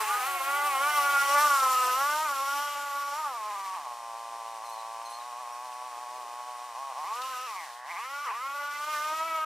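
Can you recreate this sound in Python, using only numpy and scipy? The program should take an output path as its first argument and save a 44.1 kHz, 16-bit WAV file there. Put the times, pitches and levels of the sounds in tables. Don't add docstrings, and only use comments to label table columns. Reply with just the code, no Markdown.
import sys
import numpy as np
from scipy import signal
from scipy.fft import rfft, irfft, next_fast_len
from scipy.io import wavfile
from scipy.ndimage import uniform_filter1d, map_coordinates

SR = 44100
rng = np.random.default_rng(int(sys.argv[2]) if len(sys.argv) > 2 else 0)


def to_wav(s):
    ch = np.atleast_2d(s).T
    pcm = np.round(np.clip(ch, -1, 1) * 32767)
    wavfile.write(sys.argv[1], SR, pcm.astype(np.int16))


N = 416744
TOP_HZ = 15500

# time in seconds, turns per second.
SPEED = [(0, 222), (.04, 209), (.08, 228), (.12, 240), (.19, 254), (.22, 249), (.285, 281), (.35, 276),
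         (.41, 267), (.56, 287), (.67, 292), (.77, 264), (.89, 299), (1.02, 285), (1.29, 279), (1.44, 299),
         (1.6, 267), (1.75, 254), (1.92, 251), (2.08, 293), (2.24, 316), (2.29, 287), (2.37, 269.5),
         (2.62, 290), (2.95, 283), (3.13, 285), (3.19, 315), (3.235, 306), (3.38, 220), (3.44, 209),
         (3.49, 211), (3.58, 199), (3.755, 185), (3.8, 151), (3.88, 121), (4.13, 115), (4.33, 116),
         (4.57, 113.5), (4.61, 110.5), (4.65, 117), (4.69, 117.5), (4.74, 112.5), (4.96, 114), (5.16, 118),
         (5.28, 123), (5.32, 119.5), (5.41, 125.5), (5.45, 120.5), (5.59, 121), (5.65, 127.5), (5.73, 123),
         (5.87, 126), (5.91, 121), (5.97, 119.5), (6.04, 123.5), (6.09, 122), (6.18, 126.5), (6.25, 119),
         (6.37, 122), (6.51, 123.5), (6.58, 120.5), (6.65, 124), (6.75, 114.7), (6.796, 136.4), (6.9, 137),
         (6.94, 115), (6.996, 153), (7.03, 152), (7.106, 216), (7.19, 250), (7.274, 264), (7.376, 249.5),
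         (7.444, 259), (7.55, 191), (7.636, 160), (7.684, 123), (7.72, 119), (7.84, 125), (7.914, 172.5),
         (7.958, 170), (8, 221), (8.05, 255), (8.12, 280), (8.25, 294), (8.275, 250), (8.32, 206),
         (8.37, 236), (8.45, 270), (8.55, 286), (8.79, 292), (8.92, 306), (8.97, 297), (9.27, 327),
         (9.45, 313)]
# time in seconds, level in dB.
NOTE_LEVEL = [(0.0, -30), (0.05, -39), (0.07, -34), (0.11, -27.5), (0.21, -33.5), (0.37, -32), (0.39, -41),
              (0.41, -29.5), (0.45, -36.5), (0.48, -28.5), (0.76, -29.5), (0.87, -25.5), (0.93, -31),
              (0.98, -23), (1.03, -28.0), (1.08, -24.0), (1.13, -27.5), (1.16, -23), (1.23, -25.5),
              (1.25, -29), (1.38, -21), (1.42, -24), (1.45, -19.5), (1.49, -25), (1.51, -21.0),
              (1.6, -26.5), (1.66, -22.5), (1.7, -25.5), (1.81, -24.5), (1.86, -27), (2.04, -26.5),
              (2.11, -28.5), (2.31, -30), (2.34, -32.5), (2.41, -29), (2.45, -31.5), (2.51, -29.0),
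              (2.68, -33), (2.72, -35.5), (2.76, -34.5), (2.9, -35.5), (2.97, -32), (3.09, -34.5),
              (3.14, -33.0), (3.18, -34.5), (3.27, -30.5), (3.3, -36), (3.46, -35), (3.63, -37),
              (3.75, -34.5), (3.82, -42.5), (3.87, -38.5), (4.02, -42.5), (4.06, -40), (4.16, -40.5),
              (4.77, -40), (5.29, -41.0), (5.42, -40.0), (5.81, -41), (5.85, -40.5), (5.99, -41.0),
              (6.2, -40), (6.28, -41.5), (6.43, -40), (6.73, -42), (6.78, -38), (6.92, -38.5),
              (6.93, -43.5), (6.98, -36.0), (7.1, -35.5), (7.12, -31.5), (7.16, -37), (7.2, -35.0),
              (7.59, -39.0), (7.66, -44.0), (7.83, -45.5), (7.88, -41.5), (7.99, -37.0), (8.1, -40.5),
              (8.14, -36.5), (8.25, -35.5), (8.28, -32), (8.4, -37.5), (8.45, -33.5), (8.49, -36),
              (8.65, -34), (8.77, -37.5), (8.84, -32.5), (8.86, -39.5), (8.88, -32.5), (9.12, -32.0),
              (9.19, -34), (9.21, -28.5), (9.29, -36), (9.32, -31), (9.44, -30.0)]
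# frequency in Hz, gain in dB.
COOL_PIPE = [(120, -50), (240, -34), (360, -13.5), (480, -6.5), (600, -5.5), (720, 3), (850, 6.5),
             (970, 4.5), (1090, 12), (1200, 0.5), (1310, -30), (1700, -44), (2200, -61)]
# frequency in Hz, gain in dB.
HOT_PIPE = [(150, -66), (275, -24), (325, -18.5), (400, -22), (500, -2.5), (560, -5), (645, 1), (760, 2),
            (880, 6.5), (1050, 10), (1200, 14), (1420, 5), (1500, 1.5), (1620, -18.5), (1800, -5),
            (2300, -57.5)]
# time in seconds, third order in dB, fifth order and above in dB.
ORDER_TRIM = [(0, -1, 9), (.13, -4, 21), (.22, 3, 5.5), (.35, -4.5, -2), (.65, 0, 5), (.75, 0, -3),
              (.82, -6, 1), (.91, 5, 10), (1, -3, -3), (1.08, -1, 8), (1.21, -6, 13.5), (1.27, -4, -9),
              (1.35, -4.5, 1), (1.52, -4.5, 4.5), (1.6, -2, 3), (1.85, -6.5, 6.5), (2.05, 0, 1.5),
              (2.2, 0.5, 2), (2.8, -1.5, 0), (3.05, -2, 0), (3.2, 4.5, 1), (3.3, 1.5, -0.5), (3.7, -10, 7),
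              (6.9, -10, 5), (7.3, 1, 4.5), (7.8, -18, 4.5), (8.2, -3, 3.5), (8.45, -3, 3), (8.7, -3, 3),
              (9, -4.5, 7), (9.2, -7, 4), (9.45, 0, 7)]
IDLE_HZ, HOT_SPAN_HZ = 140.6, 121.2
SWELL_DB, SWELL_RATE = 2.2, 16
IDLE_FLUTTER_DB, HOT_FLUTTER_DB = .8, 2
PIPE_SMEAR = .55
HOT_BLUR, BLUR_RATE = .21, 55

IDLE_HUNT, HOT_HUNT, HALF_HEAT_HUNT, HUNT_RATE = .006, .003, .009, 50
IDLE_JITTER, HOT_JITTER = .0022, .005
RAGGED_HZ_PER_S = 970
RAGGED_SCATTER = 1.2
# time in seconds, half length in seconds, level change in dB.
STUMBLES = [(1.489, 0.0067, -3.5), (6.74, .008, -3)]
# time in seconds, half length in seconds, raggedness from 0 to 1.
SURGES = [(3.755, .024, 0.3), (7.914, .05, 0.5), (8.304, 0.052, 0.75)]
SPLUTTER_DB = -8

# time in seconds, gain in dB.
NEARNESS = [(0, 3.5), (.35, 0.5), (1.45, 9.5), (2, 6.5), (2.8, -1.6), (3.7, 1.4), (3.95, -1), (4.8, -1),
            (6.7, -3), (7.3, -2.5), (7.7, -7), (8.7, -1.5), (9, 2), (9.45, 2.5)]
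# time in seconds, rasp in dB, hiss in dB.
TREBLE = [(0, -6, -7.5), (.7, -6, -11), (1.25, -9.5, -12.5), (1.6, -16, -12), (1.95, -14, -12.5),
          (2.2, -14, -12), (2.65, -11, -9), (3.3, -15.5, -14.5), (4, -16.5, -16.5), (6.9, -14.5, -14),
          (7.3, -13.5, -9), (7.75, -7, -6), (8.35, -9.5, -13), (8.7, -10.5, -13.5), (8.95, -11.5, -10.5),
          (9.45, -11, -18)]
RACING_HZ = 285
RACING_DB, DB_PER_OCTAVE = -33.5, 3.5
PULL_DB, PULL_HZ_PER_S = 3.5, 2200
SAG_S, SAG_HALF_S = 7.825, 0.043
SAG_RASP_DB, SAG_HISS_DB = -3.5, -9.5

# frequency in Hz, level in dB per Hz.
RASP_COLOUR = [(250, -48), (500, -13.5), (1000, 1.5), (1600, 0.5), (2000, -1.5), (2650, -2.5), (3100, -5),
               (3500, -35), (5000, -24), (9000, -67)]
# time in seconds, share from 0 to 1, trim of its lowest order in dB.
CLARITY = [(0, 0.06, -1), (.3, 0.57, -6), (.65, 0.87, -7), (1.25, 0.81, -1.5), (1.8, 0.4, 12),
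           (2.2, 0.8, 3), (3, 0.46, 3), (4, 0.27, -10), (7, 0.06, 8), (8.1, 0.8, -3), (8.55, 0.84, -9),
           (9.2, 0.89, 0)]
# frequency in Hz, gain in dB.
WHINE_COLOUR = [(1100, -22), (1450, -9), (1720, -4.5), (2000, -2.5), (2300, -5.5), (2600, -9.5),
                (2900, -11.5), (3200, -11.5), (3700, -24)]
WHINE_FLUTTER_DB, WHINE_EAR_DB = 2.6, 2
WHINE_BLUR = .25
# time in seconds, half length in seconds, level in dB.
BARKS = [(1.834, 0.13, -44), (2.16, 0.084, -55), (2.663, 0.18, -51), (7.07, 0.034, -49), (7.365, 0.21, -51),
         (7.617, 0.052, -50), (7.765, 0.062, -53), (7.92, 0.083, -46.5), (8.301, .04, -64)]
BARK_HZ, BARK_RISE, BARK_WIDTH_HZ = 1710, 7.35, 260

# frequency in Hz, level in dB.
RACING_HISS = [(1200, -25), (2800, 3.5), (3800, 3.5), (5500, 0.5), (8000, -1.5), (10500, -4), (13000, -5),
               (15500, -8)]
# frequency in Hz, level in dB.
IDLE_HISS = [(1200, -20.5), (2800, -3), (3800, -2), (5800, -3), (7000, -6), (9000, -5), (10300, -8.5),
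             (11500, -13.5), (15500, -13.5)]
# frequency in Hz, width in Hz, gain in dB, start in seconds, end in seconds.
CASING_MODES = [(5670, 320, 1, 0.87, 9.5), (7220, 560, -4, 1.24, 9.5), (9600, 240, -3, 0.21, 1.2),
                (10560, 270, -3.5, 0.67, 12), (11500, 130, 3, 1.6, 2.9), (12000, 250, -2, 0.13, 1.2),
                (12560, 220, 4.5, 1.4, 9.45)]
# time in seconds, gain in dB.
SIZZLE = [(0, 7), (1.5, 5.5), (3, 1.5), (7.2, 0)]
SIZZLE_HZ = 7300
# frequency in Hz, level in dB per Hz.
AIR_COLOUR = [(20, -10), (50, -9), (120, -7.5), (250, -5), (450, 1.5), (900, 6.5), (2000, -36)]
AIR_DB = -28

# time in seconds, degrees to the right.
BEARING = [(0, 27), (.35, 46), (1, 28), (1.75, 5), (2.1, -5), (2.6, -1), (8.6, 0), (9.1, -11)]
PORT_GAP_M = .021
# frequency in Hz, radians by which left leads.
PORT_PHASE = [(0, 0.23), (4650, -0.13), (5600, -0.17), (6200, -0.13), (8790, -0.27), (9470, 0.29),
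              (15800, -0.0)]
# frequency in Hz, left-right likeness from 0 to 1.
LIKENESS = [(50, 0.99), (150, 0.64), (600, 0.8), (2000, 1), (4000, 0.88), (8000, 0.46), (14000, 0.42)]

# time in seconds, unsounded fundamental in Hz, level in dB.
WHISTLE = [(1.2, 1640, -85), (1.32, 1700, -51), (1.42, 1800, -49), (1.52, 1900, -48), (1.6, 1815, -47),
           (1.66, 1778, -47), (1.72, 1760, -53), (1.79, 1664, -49), (1.88, 1670, -48), (1.97, 1668, -53),
           (2.06, 1660, -85)]
# multiple of the fundamental, level in dB.
WHISTLE_ORDERS = [(3, -9), (4, -7), (5, 1)]
# time in seconds, turns per second, level in dB.
FAR_MOTOR = [(0, 435, -34), (.2, 405, -41), (.42, 348, -44.5), (.6, 405, -39), (.77, 374, -45),
             (.9, 370, -44), (1.05, 374, -43.5), (1.35, 404, -48), (1.6, 430, -47), (1.9, 346, -47.5),
             (2.5, 365, -110)]
# multiple of its turns, level in dB.
FAR_ORDERS = [(1, -16), (2, -.5), (3, -8), (4, -15), (5, -18), (6, -18)]
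# start in seconds, length in seconds, unsounded fundamental in Hz,
# level in dB, dullness of the upper overtones in dB.
CHIRPS = [(4.64, .05, 2080, -53, 4), (4.681, .035, 2020, -55, 1), (4.712, .04, 2150, -50, 4.5),
          (4.775, .045, 1990, -52, 8), (5.044, .042, 2100, -47.5, 6), (5.09, .04, 2015, -56, .5),
          (5.124, .045, 2110, -45.5, 7.5), (5.196, .035, 1950, -53, 8), (5.515, .035, 2880, -52, 4.5)]
# start in seconds, level in dB.
TICKS = [(1.5993, -36), (1.744, -40), (7.218, -39.5)]
# time in seconds, half length in seconds, level in dB.
SCUFFS = [(4.338, .04, -57), (5.97, .02, -59), (6.222, .14, -57)]
# frequency in Hz, level in dB per Hz.
SCUFF_COLOUR = [(150, -31), (350, -6), (520, -2), (800, -3.5), (1500, -37)]

# frequency in Hz, level in dB.
BUZZ_COLOUR = [(200, -25), (500, -8), (1400, 1), (2000, 1), (2800, -3), (4500, -1), (5700, 1), (9000, 0),
               (10500, -4), (11500, -8), (15500, -14)]
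# multiple of its cycle rate, level in dB.
BUZZ_TONES = [(6, -79), (12, -66), (26, -70), (30, -71), (33, -72), (38, -72), (39, -69), (48, -69),
              (59, -70), (108, -69.5), (111, -74), (168, -75), (207, -79)]
# time in seconds, gain in dB.
BUZZ_LEVEL = [(2.8, 0), (3.9, 1.5), (6.9, 1.5), (7.5, 0), (7.8, -8)]
BUZZ_HZ, BUZZ_DRIFT = 51.85, .0005
BUZZ_SCATTER_DB, BUZZ_DB = 3, -56.5


def amp(db):
    return np.exp(np.asarray(db) * (np.log(10) / 20))


def unit(x):
    return x / np.sqrt(np.mean(x ** 2) + 1e-20)


def along(points, hz):
    f, v = np.transpose(points)
    return np.interp(np.log(hz + 1), np.log(f + 1), v)


def curves(rows):
    s, *cols = np.transpose(rows)
    return [np.interp(np.arange(N) / SR, s, c) for c in cols]


def wobble(rate):
    knots = rng.standard_normal(int(N * rate / SR) + 4)
    coarse = map_coordinates(knots, [np.arange(N // 64 + 2) * 64 * rate / SR])
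    steps = np.diff(coarse)[:, None] * np.arange(64) / 64
    return (coarse[:-1, None] + steps).ravel()[:N]


def bell(s, half):
    return np.exp(-((np.arange(N) / SR - s) / half) ** 2)


def filtered(x, response):
    m = next_fast_len(N + SR // 2)
    return irfft(rfft(x, m) * response(np.fft.rfftfreq(m, 1 / SR)), m)[..., :N]


def coloured(x, spectrum):
    return unit(filtered(x, lambda hz: amp(along(spectrum, hz))))


def stereo_noise():
    def mid_side(hz):
        turn = np.arccos(np.clip(along(LIKENESS, hz), -1, 1)) / 2
        return np.array([np.cos(turn), np.sin(turn)])

    mid, side = filtered(rng.standard_normal((2, N)), mid_side)
    return unit(np.array([mid + side, mid - side]))


def motor(scatter_db=1.06):
    speed, = curves(SPEED)
    heat = np.clip((speed - IDLE_HZ) / HOT_SPAN_HZ, 0, 1)
    acceleration = uniform_filter1d(np.gradient(speed), size=SR // 20) * SR
    pull = np.clip(acceleration / PULL_HZ_PER_S, 0, 1)
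    note_db, rasp_db, hiss_db, air_db = levels(speed, pull)

    overrun = np.clip(-acceleration / RAGGED_HZ_PER_S, 0, .4)
    ragged = sum(share * bell(s, half) for s, half, share in SURGES)
    hunt_depth = IDLE_HUNT * (1 - heat) + HOT_HUNT * heat + HALF_HEAT_HUNT * np.sin(np.pi * heat)
    hunting = hunt_depth * wobble(HUNT_RATE)
    jitter = IDLE_JITTER * (1 - heat) + HOT_JITTER * heat
    steady_turns = np.cumsum(speed * (1 + hunting)) / SR
    turns = steady_turns + jitter * (1 + 4 * (overrun + ragged)) * wobble(160)

    strength = rng.standard_normal(N)[np.abs(turns).astype(int)]
    firing_db = scatter_db * (1 - 0.45 * heat + RAGGED_SCATTER * overrun) * strength
    firing_db = uniform_filter1d(firing_db, size=SR // 400)
    firing_db = firing_db + sum(db * bell(s, half) for s, half, db in STUMBLES)

    note = amp(note_db + .6 * heat * wobble(70)) * exhaust(speed, turns, heat, count=11)

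    share, sixth_db = curves(CLARITY)
    clear = np.clip(share, 0, 1)
    rough = coloured(crackle(turns, buzz=0.0011, gating=0.0081), RASP_COLOUR)
    clean = whine(speed, turns, sixth_db, count=12)
    rasp = amp(rasp_db) * (np.sqrt(clear) * clean + np.sqrt(1 - clear) * rough)
    rasp = rasp + amp(note_db + SPLUTTER_DB) * ragged * rough

    racing = coloured(casing(crackle(turns, buzz=0.003, gating=0.082), flicker_db=-6.5), RACING_HISS)
    idling = coloured(crackle(turns, buzz=0.048, gating=0.044), IDLE_HISS)
    hiss = amp(hiss_db + 0.93 * wobble(45)) * (np.sqrt(heat) * racing + np.sqrt(1 - heat) * idling)

    air = amp(air_db) * coloured(stereo_noise(), AIR_COLOUR)
    pulses = amp(firing_db) * (note + rasp + bark(speed, turns, rough=0.72, count=18))
    return placed(pulses) + sizzling(hiss) + air


def levels(speed, pull):
    near_db, = curves(NEARNESS)
    rasp_db, hiss_db = curves(TREBLE)
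    base_db = RACING_DB + near_db + DB_PER_OCTAVE * np.log2(speed / RACING_HZ)
    sag = bell(SAG_S, SAG_HALF_S)
    rasp_db = base_db + PULL_DB * pull + SAG_RASP_DB * sag + rasp_db
    hiss_db = base_db + hiss_db + SAG_HISS_DB * sag
    return curves(NOTE_LEVEL)[0], rasp_db, hiss_db, base_db + AIR_DB


def causal(spectrum):
    cepstrum = irfft(np.log(amp(along(spectrum, np.arange(SR // 2 + 1)))))
    cepstrum[1:SR // 2] *= 2
    cepstrum[SR // 2 + 1:] = 0
    return rfft(cepstrum)


def exhaust(speed, turns, heat, count):
    cool, hot = causal(COOL_PIPE), causal(HOT_PIPE)
    third_db, upper_db = curves(ORDER_TRIM)
    flutter_db = IDLE_FLUTTER_DB * (1 - heat) + HOT_FLUTTER_DB * heat
    note, power = np.zeros(N), np.zeros(N)
    for k in range(1, count + 1):
        hz = (k * speed).astype(int)
        pipe = cool[hz] + heat * (hot[hz] - cool[hz])
        swell_db = heat * SWELL_DB * wobble(SWELL_RATE)
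        trim_db = third_db * (k == 3) + upper_db * (k >= 5)
        order_flutter_db = flutter_db * min(k / 4, 2) * wobble(60)
        gain = np.exp(pipe.real) * amp(swell_db + trim_db + order_flutter_db)
        stray = PIPE_SMEAR * pipe.imag + HOT_BLUR * heat * wobble(BLUR_RATE)
        note += gain * np.cos(2 * np.pi * k * turns + stray)
        power += gain ** 2 / 2
    return note / np.sqrt(power)


def whine(speed, turns, sixth_db, count):
    out = np.zeros((2, N))
    for k in range(6, count + 1):
        shimmer = np.minimum(wobble(16), 1) + 0.96 * wobble(60)
        level = along(WHINE_COLOUR, k * speed) + sixth_db * (k == 6) + WHINE_FLUTTER_DB * shimmer
        apart = WHINE_EAR_DB * wobble(21)
        tone = np.cos(2 * np.pi * k * turns + WHINE_BLUR * wobble(BLUR_RATE))
        out += amp([level + apart, level - apart]) * tone
    return out


def edges(turns):
    swing = np.cos(np.pi * (turns - np.floor(turns)))
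    return unit(np.diff(swing * np.abs(swing) ** 14, prepend=1))


def crackle(turns, buzz, gating):
    puff = 1 + np.clip(gating, 0, 1) * np.cos(2 * np.pi * (turns - .2))
    buzz = np.clip(buzz, 0, 1)
    return np.sqrt(buzz) * edges(turns) + np.sqrt(1 - buzz) * unit(puff * stereo_noise())


def bark(speed, turns, rough, count):
    centre = BARK_HZ + BARK_RISE * (speed - speed.min())
    buzz = np.zeros(N)
    for k in range(count // 2, count):
        in_band = np.exp(-((k * speed - centre) / BARK_WIDTH_HZ) ** 2)
        buzz += in_band * np.cos(2 * np.pi * k * turns + rough * wobble(120))
    envelope = sum(amp(db) * bell(s, half) for s, half, db in BARKS)
    return unit(buzz * amp(3.5 * wobble(35))) * envelope


def resonance(x, hz, width):
    return signal.lfilter(*signal.iirpeak(hz, hz / width, SR), x)


def casing(x, flicker_db):
    t = np.arange(N) / SR
    out = x
    for hz, width, db, start, end in CASING_MODES:
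        present = np.clip(.5 + np.minimum(t - start, end - t) / .3, 0, 1)
        flicker = amp(db + flicker_db * np.tanh(wobble(6)))
        out = out + present * flicker * resonance(x, hz, width)
    return out


def sizzling(hiss):
    top_db, = curves(SIZZLE)
    top = filtered(hiss, lambda hz: 1 - 1 / (1 + (hz / SIZZLE_HZ) ** 8))
    return hiss + (amp(top_db) - 1) * top


def placed(x):
    degrees, = curves(BEARING)
    lag = PORT_GAP_M * np.sin(np.radians(degrees)) / 343 * SR
    return np.array([map_coordinates(ear, [np.arange(N) + way * lag], mode="nearest")
                     for ear, way in zip(x, (-.5, .5))])


def whistle():
    hz, db = curves(WHISTLE)
    turns = np.cumsum(hz * (1 + .005 * wobble(400))) / SR
    return sum(amp(db + level + 3 * wobble(25)) * np.sin(2 * np.pi * k * turns)
               for k, level in WHISTLE_ORDERS)


def far_motor():
    speed, db = curves(FAR_MOTOR)
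    turns = np.cumsum(speed * (1 + 0.0092 * wobble(70.8))) / SR
    orders = sum(amp(level + 2.55 * wobble(40.2)) * unit(np.sin(2 * np.pi * k * turns))
                 for k, level in FAR_ORDERS)
    return amp(db) * orders


def chirps(droop=0.028, rough=.016, patchy_db=2, echo_db=-5):
    out = np.zeros(N)
    waver = 1 + rough * wobble(500)
    for s, length, hz, db, fall_db in CHIRPS:
        u = np.linspace(0, 1, int(length * SR))
        span = slice(round(s * SR), round(s * SR) + len(u))
        phase = 2 * np.pi * np.cumsum(hz * waver[span] * (1 + droop * (.5 - u))) / SR
        patches_db = patchy_db * rng.standard_normal(5) * (np.arange(5) > 0)
        overtone_db = db - fall_db * np.sqrt(2 * np.arange(5)) + patches_db
        overtones = sum(amp(level) * np.sin(k * phase) for k, level in enumerate(overtone_db, 2))
        out[span] += np.sin(np.pi * u) * overtones
    return out + amp(echo_db) * surroundings(out[None], t60=0.19)


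def ticks(t60=0.062):
    envelope, t = np.zeros(N), np.arange(SR // 20) / SR
    for s, db in TICKS:
        envelope[round(s * SR):][:len(t)] += amp(db + 3 - 60 * t / t60)
    return envelope * coloured(stereo_noise(), [(800, -36), (3500, 17), (14000, -10)])


def scuffs():
    envelope = sum(amp(db) * bell(s, half) for s, half, db in SCUFFS)
    return coloured(stereo_noise(), SCUFF_COLOUR) * envelope


def hum(size=8192):
    turns = np.cumsum(BUZZ_HZ * (1 + BUZZ_DRIFT * wobble(4))) / SR
    hz = BUZZ_HZ * np.arange(size // 2 + 1)
    line_db = along(BUZZ_COLOUR, hz) + BUZZ_SCATTER_DB * rng.standard_normal(len(hz))
    shared = rng.uniform(0, 2 * np.pi, len(hz))
    apart = np.minimum(hz / 9000, .8) * rng.standard_normal((2, len(hz)))
    cycles = irfft(amp(line_db) * (hz < TOP_HZ) * np.exp(1j * (shared + apart)))
    comb = unit(np.array([np.interp(turns % 1, np.arange(size) / size, cycle, period=1)
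                          for cycle in cycles]))
    tones = np.sqrt(2) * sum(amp(db + wobble(5)) * np.sin(2 * np.pi * k * turns) for k, db in BUZZ_TONES)
    return amp(curves(BUZZ_LEVEL)[0]) * (amp(BUZZ_DB) * comb + tones)


def surroundings(x, t60=0.12):
    t = np.arange(SR // 5) / SR
    tail = rng.standard_normal((2, len(t))) * amp(-60 * t / t60) * (1 - np.exp(-t / 0.027))
    tail /= np.linalg.norm(tail, axis=1, keepdims=True)
    return signal.fftconvolve(x.mean(axis=0)[None], tail, axes=1)[:, :N]


def scene():
    direct = motor() + whistle() + far_motor() + chirps() + ticks() + scuffs() + hum()
    return direct + amp(-29.0) * surroundings(direct)


def record(dry):
    samples = np.arange(N)
    fade = np.minimum(np.minimum(samples, samples[::-1]) / (.006 * SR), 1)

    def ports(hz):
        return np.exp(np.outer([.5j, -.5j], along(PORT_PHASE, hz))) * (hz < TOP_HZ)

    return filtered(dry * fade, ports)


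dry = scene()
out = record(dry)
to_wav(out)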